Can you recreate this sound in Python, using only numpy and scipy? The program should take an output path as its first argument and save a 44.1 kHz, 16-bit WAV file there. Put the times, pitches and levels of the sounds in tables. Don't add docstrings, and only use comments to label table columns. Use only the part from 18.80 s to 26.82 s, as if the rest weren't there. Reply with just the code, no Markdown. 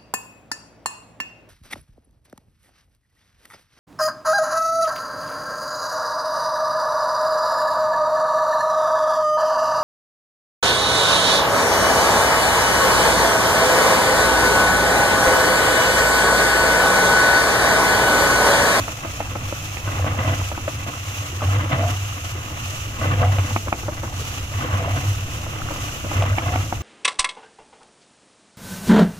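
import sys
import numpy as np
from scipy import signal
from scipy.fft import rfft, irfft, next_fast_len
from scipy.io import wavfile

SR = 44100
rng = np.random.default_rng(int(sys.argv[2]) if len(sys.argv) > 2 else 0)


def materialize(psi):
    bounded = np.clip(np.atleast_2d(psi).T, -1, 1)
    quanta = np.round(bounded * 32767).astype(np.int16)
    wavfile.write(sys.argv[1], SR, quanta)


N = 353682
TIME = np.arange(N) / SR
FFT_SIZE = next_fast_len(N + 8192, real=True)
HZ = np.maximum(np.arange(FFT_SIZE // 2 + 1) * SR / FFT_SIZE, 1)
LEFT_RIGHT = np.array([[1], [-1]])
TURN_S, BITE_S = 1.556, 1.022

# frequency in Hz, lead of the left in radians.
MIXER_LEAD = [(20, -2.5), (820, 0.57), (1060, 2), (1300, 1.75), (1700, 2.5), (1980, -0.7), (2600, 4),
              (3000, 4.5), (4500, 6.5), (6500, 11), (16000, 36)]
# frequency in Hz, left minus right in dB.
MIXER_BALANCE = [(20, -2), (620, 0.3), (900, -4), (1250, 1.5), (1900, 3), (2750, -5.5), (3700, -1),
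                 (4900, 3), (5900, -4), (6700, -0.5), (7600, 3.5), (9000, -0.5)]
# frequency in Hz, share of the power from 0 to 1.
MIXER_DIRECT = [(20, 0.95), (150, 0.92), (260, 1), (420, 0.61), (520, 0.71), (720, 0.95), (900, 0.17),
                (1100, 1), (1300, 0.13), (1530, 1), (1880, 0.24), (2700, 0.6), (4000, 0.052),
                (16000, 0.025)]
# time in seconds, push from 0 to 1.
HAND_PUSH = [(0, 0.5), (.8, 0.33), (1.9, 0.8), (2.2, 0.64), (3.7, 0.5), (4, 0.2), (5.3, 0.56), (6.4, 0.7),
             (6.9, 1), (7.8, 1), (8.02, 0.1)]
# frequency in Hz, bandwidth in Hz, gain in dB.
MOULD_MODES = [(236, 21, 0.5), (325, 48, 5.5), (574, 91, -1), (830, 220, -0.5), (1075, 58, -9),
               (1230, 140, -5)]
# time in seconds, relative level in dB, contact pitch in Hz,
# relative crack level in dB, relative rattle level in dB.
MOULD_KNOCKS = [(0.08, -13.5, 635, -16, 2), (0.248, -14.5, 660, -21, 3), (0.403, -10.5, 674, -10, 8),
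                (0.553, -12.5, 640, -14, 5), (0.724, -13.5, 574, -12, -10), (0.967, -19, 832, 0.5, -4),
                (1.715, -15.5, 614, -13, 1), (1.776, -16, 824, -20, -3), (1.878, -8.5, 646, -15, -3),
                (4.706, -21, 860, -20, 6), (4.761, -7, 663, -11.5, -6), (4.872, -17, 557, -23, -1),
                (4.881, -15.5, 1068, -16, -3), (4.925, -5.5, 690, -9.5, -5.5), (5.03, -22, 420, -30, 8),
                (5.082, -11, 614, -26, 0), (5.233, -15, 550, -38, 17), (6.665, -20.5, 570, -18, -6),
                (6.907, -15, 585, -26, 17), (6.959, -22.5, 970, -17, -10), (7.243, -16, 594, -24, 10),
                (7.314, -15, 544, -12, -3), (7.581, -8.5, 790, -4, -3), (7.757, -11, 716, -9, -15),
                (7.924, -9.5, 740, -18, -6)]
# frequency in Hz, relative level in dB.
SPRAY_SPECTRUM = [(1500, -27), (2400, -0.5), (3400, -3), (4000, -5), (4700, -7.5), (5700, -1), (6600, 1),
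                  (7400, -4), (8500, -11.5), (10500, -11.5), (12200, -8.5), (14000, -13), (16000, -19)]
# frequency in Hz, relative level in dB.
WASH_SPECTRUM = [(300, -8), (900, -3.5), (1240, 4), (1600, -1), (2200, -6.5), (2550, 4.5), (2850, 0),
                 (3200, -4), (4000, -13), (8000, -35)]
# time in seconds, pitch in
# Hz.
WASH_RING = [(1.9, 2620), (2.3, 2871)]
# delay after tipping in seconds,
# length in seconds, relative spray level in dB, relative wash level in dB.
BLADE_SLIDES = [(0, 0.21, -39.5, -38.5), (0.309, 0.095, -42, -42)]
# time in seconds, spray gain in dB, wash gain in dB,
# length in seconds.
SLURRY_DIPS = [(5.1, -1, -7, 0.36), (8.002, -2.5, -5.5, 0.33)]
# peak time in seconds, relative level in dB, pitch at the peak in Hz,
# length in seconds.
RIM_RUBS = [(1.486, -29, 649, 0.07), (3.022, -25, 682, 0.1), (4.449, -25, 718, 0.054),
            (6.089, -34.5, 691, 0.18), (7.717, -28, 717, 0.086)]
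# frequency in Hz, bandwidth in Hz, gain in dB.
DRUM_MODES = [(123.2, 29.4, 10.5), (133.3, 17, 5.5), (240.6, 68, 4), (287.4, 10.4, 6.5), (502, 33, 2.5),
              (610, 126, -2.5), (682, 43, -7), (796, 103, -4.5), (1076, 165, 3), (1217, 36, -24),
              (1480, 100, -4), (1982, 83, -3), (2340, 145, -10.5), (2654, 120, -4)]
# time in seconds, relative level in dB, contact pitch in Hz,
# relative crack level in dB, relative rattle level in dB.
TOOTH_CLACKS = [(1.076, -10.5, 1190, -18, 2), (1.243, -11.5, 593, -21, -11), (1.264, -8, 670, -16, 6),
                (1.413, -13.5, 661, -18, -14), (1.447, -15, 678, -21, -3), (2.618, -10, 700, -15, 5),
                (2.635, -13, 503, -23, 4), (4.214, -10, 585, -29, 5), (4.254, -10.5, 543, -30, 3),
                (4.428, -3.5, 630, -27, 14), (4.584, -10, 650, -10, -3), (7.422, -6.5, 734, -7.5, 0),
                (7.438, -12.5, 613, -19, -9)]
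# frequency in Hz, relative level in dB.
FRAME_SPECTRUM = [(15, -2), (30, -11), (48, -3), (68, 4), (100, -9), (135, -3.5), (185, -14), (250, -16.5),
                  (320, -13), (400, -24), (700, -22.5), (2000, -56)]
# time in seconds, relative level in dB.
FRAME_SHAKE = [(0, -36), (.2, -42), (.4, -37), (1.9, -37.5), (2.35, -46), (2.7, -39), (3.5, -40.5),
               (4.05, -37.5), (4.4, -30.5), (4.55, -40), (4.8, -37), (6.9, -34), (7.65, -37.5),
               (8.02, -34.5)]
# peak time in seconds, relative level in dB, length in seconds.
DRUM_THROBS = [(1.21, -19, 0.065), (1.393, -31, 0.076), (1.503, -26, 0.037), (1.607, -21.5, 0.041),
               (2.683, -16, 0.049), (2.787, -16, 0.036), (2.902, -29, 0.041), (3.04, -18.5, 0.058),
               (3.192, -29.5, .1), (4.287, -21, 0.08), (4.397, -20.5, 0.026), (4.494, -15, 0.062),
               (4.609, -16, 0.047), (4.738, -21, 0.037), (5.935, -20, 0.036), (6.04, -26, .07),
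               (6.133, -19, 0.034), (6.297, -18.5, 0.049), (7.396, -17.5, 0.04), (7.522, -16, 0.032),
               (7.687, -21, 0.046), (7.783, -21.5, .06)]


def undb(db):
    return 10 ** (np.asarray(db) / 20)


def unit(x):
    return x / np.sqrt(np.mean(x ** 2))


def over_time(table):
    return np.interp(TIME, *np.transpose(table))


def over_frequency(table):
    hz, value = np.transpose(table)
    return np.interp(np.log(HZ), np.log(hz), value)


def filtered(x, response):
    return irfft(rfft(x, FFT_SIZE) * response, FFT_SIZE)[..., :N]


def swell(t, length_s):
    return .5 ** (2 * (t / length_s) ** 2)


def wander(rate_hz):
    return unit(filtered(rng.standard_normal(N), 1 / (1 + (HZ / rate_hz) ** 2) ** 2))


def body(modes, top_hz):
    ring = sum(undb(db) / (1 + 1j * (HZ / hz - hz / HZ) * hz / width) for hz, width, db in modes)
    return ring * signal.freqs(*signal.butter(5, 1, analog=True), HZ / top_hz)[1]


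def ping(t, hz, cycles):
    wave = np.sin(2 * np.pi * hz * t) * t * np.exp(-t * hz / cycles)
    return wave / np.linalg.norm(wave)


def grains(rate, spread_db):
    struck = rng.random((3, N)) < rate / SR
    chance = rng.uniform(-1, 1, (3, N))[struck]
    rarity = -np.log(np.maximum(np.abs(chance), np.exp(-np.pi)))
    out = np.zeros((3, N))
    out[struck] = np.sign(chance) * undb(spread_db * rarity)
    return unit(out)


def clatter(rate, low_hz, high_hz, cycles, spread_db):
    count = 768
    t = np.arange(count) / SR
    out = np.zeros((3, N + count))
    for stream in out:
        for when, pitch, size in rng.random((int(rate * N / SR), 3)):
            start, hz = int(when * N), low_hz * (high_hz / low_hz) ** pitch
            stream[start:start + count] += undb(spread_db * size) * ping(t, hz, cycles)
    return unit(out[:, :N])


def impacts(table, modes, top_hz, contact_db, crack_hz, crack_db, crush_s, rattle_s, bounce_s):
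    count, landing = 4096, 512
    t = np.arange(count) / SR
    ring = irfft(body(modes, top_hz))[:count]
    ring = ring / np.linalg.norm(ring)
    crack = ping(np.maximum(t - bounce_s, 0), crack_hz, cycles=0.79)
    grit_envelope = np.exp(-np.maximum((t[landing] - t) / crush_s, (t - t[landing]) / rattle_s))
    out = np.zeros((2, N + 2 * count))
    for s, db, contact_hz, sharp_db, rattle_db in table:
        grit = rng.standard_normal((3, count)) * grit_envelope
        force = (grit[0] + .5 * grit[1:]) * undb(rattle_db) / np.linalg.norm(grit[0])
        force[:, landing] += 1
        contact = undb(contact_db) * ping(t, contact_hz, cycles=0.94)
        response = ring + contact + undb(sharp_db + crack_db) * crack
        hit = signal.fftconvolve(force, response[None])[:, :count]
        start = int((s + crush_s / 2) * SR) - landing
        out[:, start:start + count] += hit * undb(db) * np.sqrt(.001 * SR / np.sum(hit[0] ** 2))
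    return out[:, :N]


def stereo_path(lead, balance_db, direct_share):
    gain, share = undb(LEFT_RIGHT * balance_db / 2), np.clip(direct_share, 0, 1)
    return gain * np.sqrt(share) * np.exp(.5j * LEFT_RIGHT * lead), gain * np.sqrt(1 - share)


def radiate(streams, colour, path):
    spectra, (direct, diffuse) = rfft(streams, FFT_SIZE), path
    return irfft(colour * (spectra[0] * direct + spectra[1:] * diffuse), FFT_SIZE)[:, :N]


def narrow_bass(stereo, alike_hz=260):
    mid, side = stereo.mean(axis=0), (stereo[0] - stereo[1]) / 2
    return mid + filtered(side, 1 / np.sqrt(1 + (alike_hz / HZ) ** 4)) * LEFT_RIGHT


def mould_shuffle(path, level_db=-44):
    bumps = clatter(rate=15, low_hz=309, high_hz=1484, cycles=1.24, spread_db=25)
    return radiate(bumps, 1, path) * over_time(HAND_PUSH) * undb(level_db)


def mug_pour(path, start_s=5.34, end_s=5.64, level_db=-42):
    flow = np.interp(TIME, [start_s - .02, start_s + .01, end_s - .06, end_s + .04], [0, 1, 1, 0])
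    colour = body([(652, 380, 2), (1314, 880, 10), (2860, 1700, 1)], top_hz=4990)
    spatter = radiate(grains(rate=800, spread_db=-7), colour, path)
    return unit(spatter) * flow * undb(level_db)


def mould_knocks():
    return impacts(MOULD_KNOCKS, MOULD_MODES, top_hz=1680, contact_db=-3, crack_hz=2250, crack_db=1.5,
                   crush_s=0.00285, rattle_s=.011, bounce_s=0.002155)


def slurry_flow(first_tip_s=0.045, trickle_spray_db=-42.5, trickle_wash_db=-40):
    blade_s = TURN_S / 2
    power = undb([[trickle_spray_db], [trickle_wash_db]]) ** 2
    for delay_s, length, spray_db, wash_db in BLADE_SLIDES:
        from_peak_s = (TIME - first_tip_s - delay_s + blade_s / 2) % blade_s - blade_s / 2
        power = power + (undb([[spray_db], [wash_db]]) * swell(from_peak_s, length)) ** 2
    dip_db = sum(np.outer([spray_db, wash_db], swell(TIME - s, length))
                 for s, spray_db, wash_db, length in SLURRY_DIPS)
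    return np.sqrt(power) * undb(dip_db)


def slurry(path, spray_db=3, wash_db=1, ring_db=-7, ring_width_hz=170, flicker_db=1.25):
    spray_level, wash_level = slurry_flow()
    spray = unit(radiate(grains(rate=14000, spread_db=1.5), undb(over_frequency(SPRAY_SPECTRUM)), path))
    wash = unit(radiate(grains(rate=5000, spread_db=0.5), undb(over_frequency(WASH_SPECTRUM)), path))
    scrape = np.array([wander(ring_width_hz) + 1j * wander(ring_width_hz) for _ in range(3)])
    carrier = np.exp(2j * np.pi * np.cumsum(over_time(WASH_RING)) / SR)
    ring = unit(radiate(np.imag(scrape * carrier), 1, path))
    hollow = (wash * undb(wash_db) + ring * undb(ring_db)) * wash_level
    return (spray * spray_level * undb(spray_db) + hollow) * undb(flicker_db * wander(65))


def rim_rub(level_db=-2, rise_hz_per_s=400, rough_rad=0.76, rasp_rad=0.19, flutter_db=3):
    jitter = rough_rad * wander(120) + rasp_rad * wander(600)
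    groan = np.zeros(N)
    for s, db, hz, length in RIM_RUBS:
        t = TIME - s
        phase = 2 * np.pi * (hz + rise_hz_per_s * t / 2) * t
        groan += undb(db) * swell(t, length) * np.sin(phase + jitter)
    return np.sqrt(2) * groan * undb(level_db + flutter_db * wander(100))


def gear_load(attack_s=.13, hold_s=0.2704, release_s=.25):
    corners = np.cumsum([0, attack_s, hold_s, release_s])
    return np.interp((TIME - BITE_S) % TURN_S, corners, [0, 1, 1, 0])


def gear_force(load, free_db=-43, loaded_db=-30, graze_db=-42, bind_db=-10):
    loaded = undb(loaded_db) * load ** 0.8
    graze = undb(graze_db) * swell((TIME - BITE_S) % TURN_S - 1.13, length_s=0.35)
    bind = sum(undb(db + bind_db) * swell(TIME - s, length) for s, db, _, length in RIM_RUBS)
    return np.sqrt(undb(free_db) ** 2 + loaded ** 2 + graze ** 2 + bind ** 2)


def ring_gear(load, path, grind_db=3.5, chatter_db=3.5, stones_db=-4, clack_db=-2.5):
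    force = gear_force(load)
    drum = body(DRUM_MODES, top_hz=3270)
    grit = unit(grains(rate=1200, spread_db=2.5) * undb(chatter_db * wander(30)))
    grind = radiate(grit * force, drum / np.sqrt(np.mean(np.abs(drum) ** 2)), path)
    tumble = clatter(rate=190, low_hz=436, high_hz=2570, cycles=1.74, spread_db=27)
    stones = radiate(tumble * force, np.sqrt(np.abs(drum)), path)
    clacks = impacts(TOOTH_CLACKS, DRUM_MODES, top_hz=1720, contact_db=-4.5, crack_hz=2620, crack_db=2,
                     crush_s=0.00231, rattle_s=0.015, bounce_s=0.00086)
    return undb(grind_db) * grind + undb(stones_db) * stones + undb(clack_db) * clacks


def frame_rumble(gain_db=2, width=0.2):
    mid, side = unit(filtered(rng.standard_normal((2, N)), undb(over_frequency(FRAME_SPECTRUM))))
    return undb(over_time(FRAME_SHAKE) + gain_db) * (mid + width * side * LEFT_RIGHT)


def motor_hum(load, hum_hz=98.7, sag_hz=2.473, free_db=-35.5, loaded_db=-31, stir_db=-1,
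              throb_db=-2, flutter_db=2, waver_rad=0.4):
    phase = 2 * np.pi * np.cumsum(hum_hz - sag_hz * load) / SR + waver_rad * wander(21.5)
    stirred = 1 + undb(stir_db) * (wander(25) + 1j * wander(25))
    hum = undb(free_db + (loaded_db - free_db) * load) * stirred
    throbs = sum(undb(db) * swell(TIME - s, length) for s, db, length in DRUM_THROBS)
    throbs *= undb(throb_db + flutter_db * wander(45))
    return np.sqrt(2) * np.imag(np.exp(1j * phase) * (hum + throbs))


def scene():
    far = stereo_path(over_frequency(MIXER_LEAD), over_frequency(MIXER_BALANCE),
                      over_frequency(MIXER_DIRECT))
    bench_lead = -2 * np.pi * HZ * 0.00015
    bench_balance_db = over_frequency([(200, 6.5), (700, 0.5), (1600, 0), (2500, -13)])
    near = stereo_path(bench_lead, bench_balance_db, direct_share=0.89)
    load = gear_load()
    mixer = ring_gear(load, far) + rim_rub() + slurry(far)
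    bench = filtered(mould_knocks(), near[0]) + mug_pour(near) + mould_shuffle(near)
    return motor_hum(load) + frame_rumble() + narrow_bass(mixer + bench)


def record(dry):
    return signal.sosfilt(signal.ellip(12, .2, 80, 15650, fs=SR, output="sos"), dry)


dry = scene()
out = record(dry)
materialize(out)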